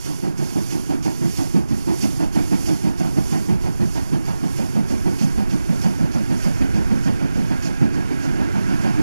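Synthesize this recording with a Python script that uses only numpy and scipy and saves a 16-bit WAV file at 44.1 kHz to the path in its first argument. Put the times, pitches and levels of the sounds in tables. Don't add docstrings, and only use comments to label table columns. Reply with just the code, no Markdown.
import sys
import numpy as np
from scipy import signal
from scipy.fft import rfft, irfft, next_fast_len
from scipy.io import wavfile
from scipy.ndimage import uniform_filter1d

SR = 44100
rng = np.random.default_rng(int(sys.argv[2]) if len(sys.argv) > 2 else 0)


def wav_out(sig):
    wavfile.write(sys.argv[1], SR, np.round(np.clip(np.atleast_2d(sig).T, -1, 1) * 32767).astype(np.int16))


def invert_db(level):
    return 10 ** (np.asarray(level, dtype=float) / 20)


N = 397782

# [t/s, rumble level/dB at 120-430 Hz, rail singing level/dB at 1300-1800 Hz,
# ground thunder level/dB at 25-110 Hz]
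ROLLING = [(0, -33.5, -53, -36), (0.4, -28, -49.5, -36), (1.6, -28.5, -50.5, -30.5),
           (2.4, -26.5, -48.5, -24.5), (2.9, -27, -47.5, -30), (3.9, -27, -47.5, -26.5),
           (4.4, -27, -45.5, -33), (4.9, -25.5, -43.5, -27), (6, -26, -43, -28.5), (6.7, -24, -39.5, -25),
           (7.2, -26.5, -41, -27), (7.7, -24.5, -40.5, -29.5), (8.4, -24, -38.5, -29),
           (8.9, -20.5, -37, -35)]


def amp_of(points, x):
    f, db = np.transpose(points)
    return invert_db(np.interp(np.log(x + 1), np.log(f + 1), db, right=-150))


def curve(rows, t, axis=1):
    rows = np.array(rows)
    return np.interp(t, rows[:, 0], rows[:, axis])


def evened(x):
    return x / np.sqrt(np.mean(x ** 2) + 1e-20)


def noise(colour, band, size, patchy_db, extra_db=None):
    hop = size // 4
    hz = np.fft.rfftfreq(size, 1 / SR)
    t = np.arange(N // hop + 5) * hop / SR
    real, imaginary, patches = rng.standard_normal((len(t), len(hz), 3)).T
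    patches = uniform_filter1d(patches, size=6, axis=0)
    patches = evened(uniform_filter1d(patches, size=8, axis=1))
    shape = amp_of(colour, hz)[:, None]
    if extra_db:
        shape = shape * invert_db(extra_db(hz[:, None], t))
    inside = (hz > band[0]) & (hz < band[1])
    shape = shape / np.sqrt((shape[inside] ** 2).sum(0))
    spectra = (real + 1j * imaginary) * shape * invert_db(patchy_db * patches)
    x = signal.istft(spectra, nperseg=size, noverlap=size - hop)[1][:N]
    whole_over_band = np.sqrt((shape ** 2).sum(0).mean())
    return evened(x) * whole_over_band


def resonance(drive, width_hz):
    r = np.exp(-np.pi * width_hz / SR)
    return signal.lfilter([1], np.convolve([1, -r], [1, -r]), drive)


def burst(hold_s, rise_s, tail_s):
    t = np.arange(round(.3 * SR)) / SR
    rise = np.sin(np.pi / 2 * np.clip(t / rise_s, 0, 1)) ** 2
    return rise * np.exp(-np.maximum(t - hold_s, 0) / tail_s)


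def add(mix, s, sound):
    part = mix[max(round(s * SR), 0):][:len(sound)]
    part += sound[:len(part)]


def thunder_and_rumble():
    # [f/Hz, level/dB]
    thunder_colour = [(12, -0.5), (28, 4.5), (45, 2), (62, 10.5), (85, 2), (115, 0.5), (160, -36),
                      (250, -53)]
    # [f/Hz, level/dB]
    rumble_colour = [(60, -1), (100, -0.5), (140, 2), (200, -4.5), (245, -6), (310, -4), (400, -9),
                     (490, -24), (750, -20), (1000, -23), (1200, -27), (2000, -47)]
    t = np.arange(N) / SR
    thunder = invert_db(curve(ROLLING, t, axis=3)) * noise(thunder_colour, (25, 110), size=4096, patchy_db=2.0)
    rumble = invert_db(curve(ROLLING, t)) * noise(rumble_colour, (120, 430), size=2048, patchy_db=1.0)
    return thunder + rumble


def wheel_ring():
    # [t/s, f/Hz, level over the rail singing/dB]
    ring_path = [(5.8, 1593, -12), (6.5, 1592, -4), (6.9, 1565, -10), (7.3, 1580, -9), (7.7, 1640, -4),
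                 (8.05, 1654, -6), (8.45, 1650, -8), (9.02, 1613, -4)]
    t = np.arange(N) / SR
    real, imaginary = rng.standard_normal((2, N))
    wavering = resonance(real + 1j * imaginary, width_hz=32)
    phase = 2 * np.pi * np.cumsum(curve(ring_path, t)) / SR
    ring = evened((wavering * np.exp(1j * phase)).real)
    fade_in = np.clip(t - ring_path[0][0], 0, 1)
    return ring * invert_db(curve(ring_path, t, axis=2)) * fade_in


def rails():
    # [f/Hz, level/dB]
    rail_colour = [(900, -25), (1220, -11), (1360, 6), (1450, 2.5), (1530, 6), (1640, 4), (1750, -0.5),
                   (2000, -2.5), (2200, -1), (2550, -3.5), (3000, -8), (3350, -13), (4200, -10)]
    t = np.arange(N) / SR
    singing = noise(rail_colour, (1300, 1800), size=2048, patchy_db=0.84)
    return invert_db(curve(ROLLING, t, axis=2)) * (singing + wheel_ring())


def air_db(hz, s):
    # [t/s, loss at 11 kHz/dB]
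    air_loss = [(0, 6.5), (3, 6), (5, 6.5), (7, 8.5), (9.1, 9.5)]
    return -curve(air_loss, s) * (hz / 11000) ** 2


def leak_db(t):
    # [cut-off t/s, cut-off level/dB, reopening level/dB,
    # plateau level/dB, peak level/dB]
    turns = [(-0.3, -51, -45, -51, -41), (0.35, -55, -48, -42.5, -41.5), (1.016, -52.5, -44, -44, -39),
             (1.655, -54, -52.5, -44.5, -39), (2.315, -52, -42.5, -42.5, -40),
             (2.958, -52, -45.5, -45, -41), (3.585, -53, -46.5, -48, -44),
             (4.215, -50.5, -48.5, -47.5, -43), (4.845, -51, -47.5, -46, -44), (5.47, -50.5, -49, -47, -45),
             (6.075, -50.5, -51, -47.5, -44.5), (6.685, -50, -48.5, -49, -48.5),
             (7.29, -52.5, -51, -49, -49), (7.897, -52.5, -52, -50.5, -49),
             (8.48, -51.5, -50.5, -49, -47.5), (9.1, -52, -50, -50, -48)]
    reopen_s, settle_s = 0.034, 0.095
    swell, top, shoulder = 0.35, 0.55, 0.89
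    sag = 0.48
    knots = []
    for (s, cut, reopen, plateau, peak), (end, next_cut, *_) in zip(turns, turns[1:]):
        turn_s = end - s
        knots += [(s, cut), (s + reopen_s, reopen), (s + settle_s, plateau)]
        knots += [(s + swell * turn_s, plateau), (s + top * turn_s, peak)]
        knots += [(s + shoulder * turn_s, peak + sag * (next_cut - peak))]
    return curve(knots + [turns[-1][:2]], t)


def steam_leak():
    # [f/Hz, level/dB]
    leak_shape = [(900, -1), (1500, -5), (2500, -1), (3500, -2), (4500, 3), (5900, 6.5), (7400, 3.5),
                  (8500, -1), (10500, 6), (12000, 4), (13000, 2), (13600, -5), (13900, -12), (14200, -28),
                  (14800, -50)]

    def colour_db(hz, s):
        pressure_db = leak_db(s) - uniform_filter1d(leak_db(s), size=450)
        return air_db(hz, s) + 0.091 * pressure_db * np.clip(1 - hz / 9500, 0, 1)

    hiss = noise(leak_shape, (9000, 13000), size=256, patchy_db=0.74, extra_db=colour_db)
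    return invert_db(leak_db(np.arange(N) / SR)) * hiss


def steam_spits():
    # [t/s, level/dB, length/s]
    spits = [(0.039, -39, 0.045), (0.372, -41, 0.045), (0.702, -35, 0.057), (1.024, -37, 0.069),
             (1.362, -36, 0.045), (1.683, -41, 0.045), (2.009, -31.5, 0.058), (2.322, -39, 0.06),
             (2.658, -35, 0.052), (2.974, -39.5, 0.05), (3.304, -37.5, 0.044), (3.618, -43, 0.054),
             (3.94, -39, 0.061), (4.25, -40, 0.067), (4.562, -40, 0.054), (4.882, -39.5, 0.07),
             (5.186, -35.5, 0.096), (5.496, -38.5, 0.068), (5.814, -37, 0.052), (6.115, -39, 0.062),
             (6.422, -36, 0.053), (6.738, -44, 0.062), (7.033, -39, 0.065), (7.343, -43, 0.054),
             (7.622, -36, 0.094), (7.93, -41.5, 0.04), (8.223, -40, 0.057), (8.523, -50, 0.035),
             (8.813, -44, 0.048)]
    # [f/Hz, level/dB]
    spit_shape = [(1500, -16), (2500, -4.5), (3600, -11), (4600, -3), (5800, -1.5), (7200, -5), (8500, -16),
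                  (12000, -6), (15000, -59)]
    gate = np.zeros(N)
    for s, db, length in spits:
        add(gate, s - .003, invert_db(db) * burst(0.65 * length, rise_s=0.0081, tail_s=0.013))
    return gate * noise(spit_shape, (4200, 7500), size=256, patchy_db=2.0, extra_db=air_db)


def chimney_note(drive, puff, hz, width_hz, firm):
    slow = resonance(drive, width_hz)[-len(puff):]
    power = abs(slow) ** 2
    slow = slow / (power + .1 * np.mean(power)) ** (np.clip(firm, 0, 1) / 2)
    x = (slow * np.exp(2j * np.pi * hz * np.arange(len(puff)) / SR)).real * puff
    return x * np.sqrt(np.sum(puff ** 4) / np.sum((x * puff) ** 2))


def blast_roar():
    # [f/Hz, level/dB]
    blast_colour = [(380, -12), (480, -4.5), (560, 1), (720, 2.5), (950, -1), (1150, -11), (1450, -10),
                    (2400, -14.5), (3600, -21), (5000, -18)]
    # [t/s, f/Hz, depth/dB (negative lifts)]
    hollow = [(0, 477, 3.5), (3.5, 477, 6.5), (4.8, 513, -5.5), (7, 507, -7), (9.1, 496, -1)]

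    def hollow_db(hz, s):
        return -curve(hollow, s, axis=2) / (1 + ((hz - curve(hollow, s)) / 70) ** 2)

    return noise(blast_colour, (500, 1100), size=1024, patchy_db=2.0, extra_db=hollow_db)


def exhaust():
    # [t/s, length/s, tearing blast level/dB, low note level/dB, upper note level/dB]
    chuffs = [(0.049, 0.094, -36.5, -25, -27), (0.222, 0.064, -34.5, -20.5, -23),
              (0.384, 0.059, -34, -19.5, -25), (0.548, 0.048, -34, -17, -20.5),
              (0.713, 0.065, -35, -22.5, -22.5), (0.888, 0.061, -31, -23, -19.5),
              (1.047, 0.048, -30.5, -18.5, -20), (1.207, 0.06, -34, -16.5, -21.5),
              (1.377, 0.045, -31, -19, -19), (1.537, 0.045, -31.5, -12.5, -18.5),
              (1.702, 0.029, -32.5, -16, -21), (1.866, 0.053, -30, -19.5, -19),
              (2.023, 0.031, -29, -14.5, -15.5), (2.19, 0.056, -30, -19.5, -19),
              (2.348, 0.055, -27.5, -15.5, -19.5), (2.51, 0.037, -28, -13.5, -16),
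              (2.666, 0.058, -30, -20.5, -17), (2.832, 0.062, -31, -17, -19.5),
              (2.993, 0.073, -30.5, -18.5, -24), (3.158, 0.037, -31.5, -15, -17.5),
              (3.313, 0.055, -30, -17, -23.5), (3.478, 0.057, -31.5, -14, -22.5),
              (3.63, 0.06, -32.5, -19.5, -23.5), (3.795, 0.041, -32.5, -14, -24),
              (3.948, 0.045, -30, -21.5, -24.5), (4.118, 0.036, -30.5, -15.5, -20),
              (4.266, 0.05, -30.5, -20.5, -30.5), (4.423, 0.037, -32.5, -18, -22.5),
              (4.578, 0.056, -30.9, -20.5, -24.5), (4.747, 0.041, -30.5, -14, -27),
              (4.894, 0.053, -31.5, -19, -24.5), (5.052, 0.03, -29, -15, -18.5),
              (5.204, 0.052, -31.5, -13.5, -22.5), (5.367, 0.058, -31.5, -17.5, -28),
              (5.518, 0.03, -32.5, -15.5, -23), (5.683, 0.043, -31.5, -14, -24),
              (5.83, 0.048, -26.5, -12.5, -23.5), (5.986, 0.069, -31.5, -16, -22.5),
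              (6.136, 0.059, -31.5, -18, -29), (6.291, 0.042, -29, -16.5, -18),
              (6.438, 0.051, -29, -15.5, -29), (6.6, 0.04, -29, -17, -16.5),
              (6.738, 0.058, -31.5, -16, -24), (6.899, 0.045, -30.5, -14.5, -20.5),
              (7.051, 0.052, -28, -16, -20), (7.199, 0.056, -31, -20.5, -22),
              (7.35, 0.064, -33, -17, -24.5), (7.5, 0.028, -28.5, -17, -18), (7.643, 0.07, -33, -24.5, -28),
              (7.806, 0.041, -31.5, -14, -16.5), (7.942, 0.058, -35, -22.5, -26),
              (8.1, 0.033, -32.5, -31, -19), (8.225, 0.093, -33, -26.5, -23), (8.378, 0.08, -33, -22, -22),
              (8.537, 0.07, -33, -19, -26), (8.681, 0.057, -31, -20, -23),
              (8.831, 0.052, -28.5, -16.5, -23), (8.978, 0.036, -37, -21.5, -16.5)]
    # [t/s, low note f/Hz, upper note f/Hz]
    note_drift = [(0, 170.3, 326.2), (1.7, 188.6, 302.3), (3, 175.9, 305.6), (3.7, 176.3, 341),
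                  (4.5, 176.7, 301.2), (5.5, 186.5, 277.7), (7, 185, 282.3), (9.1, 171.3, 290.2)]
    throat_strokes = [-9, -13, -12, -13]
    # [t/s, level/dB]
    throat_near = [(0, -1), (2.2, -4), (3.2, 10), (4.2, 0), (5.5, -9), (9.1, 1)]
    throat_hz = 770.3
    scatter = 0.0403
    notes, gate = np.zeros(N), np.zeros(N)
    throat_db = np.resize(throat_strokes, len(chuffs))
    for (s, length, roar_db, low_db, upper_db), over_db in zip(chuffs, throat_db):
        real, imaginary = rng.standard_normal((2, 3, round(.35 * SR)))
        low_drive, upper_drive, throat_drive = real + 1j * imaginary
        low_off, upper_off, throat_off = 1 + scatter * rng.standard_normal(3)
        puff = burst(length, rise_s=0.019, tail_s=0.034)

        low_hz = low_off * curve(note_drift, s)
        low = chimney_note(low_drive, puff, low_hz, width_hz=72.4, firm=0.26)
        add(notes, s - .003, invert_db(low_db) * low)

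        upper_hz = upper_off * curve(note_drift, s, axis=2)
        upper = chimney_note(upper_drive, puff, upper_hz, width_hz=94, firm=0.27)
        add(notes, s - .003, invert_db(upper_db) * upper)

        short_puff = burst(.6 * length, rise_s=0.017, tail_s=.02)
        throat = chimney_note(throat_drive, short_puff, throat_off * throat_hz, width_hz=93, firm=.4)
        add(notes, s + 0.00396, invert_db(roar_db + over_db + curve(throat_near, s)) * throat)

        add(gate, s - .004, invert_db(roar_db) * burst(0.8 * length, rise_s=0.025, tail_s=0.051))
    return notes + gate * blast_roar()


def scene():
    train = thunder_and_rumble() + rails()
    engine = steam_leak() + steam_spits() + exhaust()
    return np.tile(train + engine, (2, 1))


def dull_left(right, hz):
    gain_db, corner_hz, upper_edge_hz, lag_s = -3.4, 1250, 6000, 9e-6
    dull = (1 + 1j * hz / corner_hz) * np.sqrt(1 + (hz / upper_edge_hz) ** 6)
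    return -invert_db(gain_db) * right * np.exp(-2j * np.pi * hz * lag_s) / dull


def stray_left(sound):
    # [f/Hz, level/dB]
    stray_gain = [(100, -45), (500, -24), (1000, -20), (2000, -17.5), (3300, -16.5), (5000, -20),
                  (7000, -21), (8500, -19), (10500, -23), (15500, -26)]
    bins, _, z = signal.stft(sound, SR, nperseg=256, noverlap=192)
    z = z * amp_of(stray_gain, bins)[:, None] * np.exp(2j * np.pi * rng.random(z.T.shape).T)
    return 2 * signal.istft(z, nperseg=256, noverlap=192)[1][:N]


def roll_off(x):
    return signal.sosfilt(signal.butter(12, 14840, fs=SR, output="sos"), x)


def record(dry):
    # [f/Hz, width/Hz, depth/dB]
    notches = [(3935, 210, 14), (7865, 75, 18)]
    size = next_fast_len(N + 4096)
    hz = np.fft.rfftfreq(size, 1 / SR)
    dips = invert_db(-sum(db / (1 + (2 * (hz - f) / width) ** 2) for f, width, db in notches))
    right = rfft(dry[1], size)
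    left = dull_left(right, hz) + rfft(stray_left(dry[1]), size)
    mix = irfft(np.array([left, right]) * dips, size)[:, :N]
    return roll_off(mix)


dry = scene()
out = record(dry)
wav_out(out)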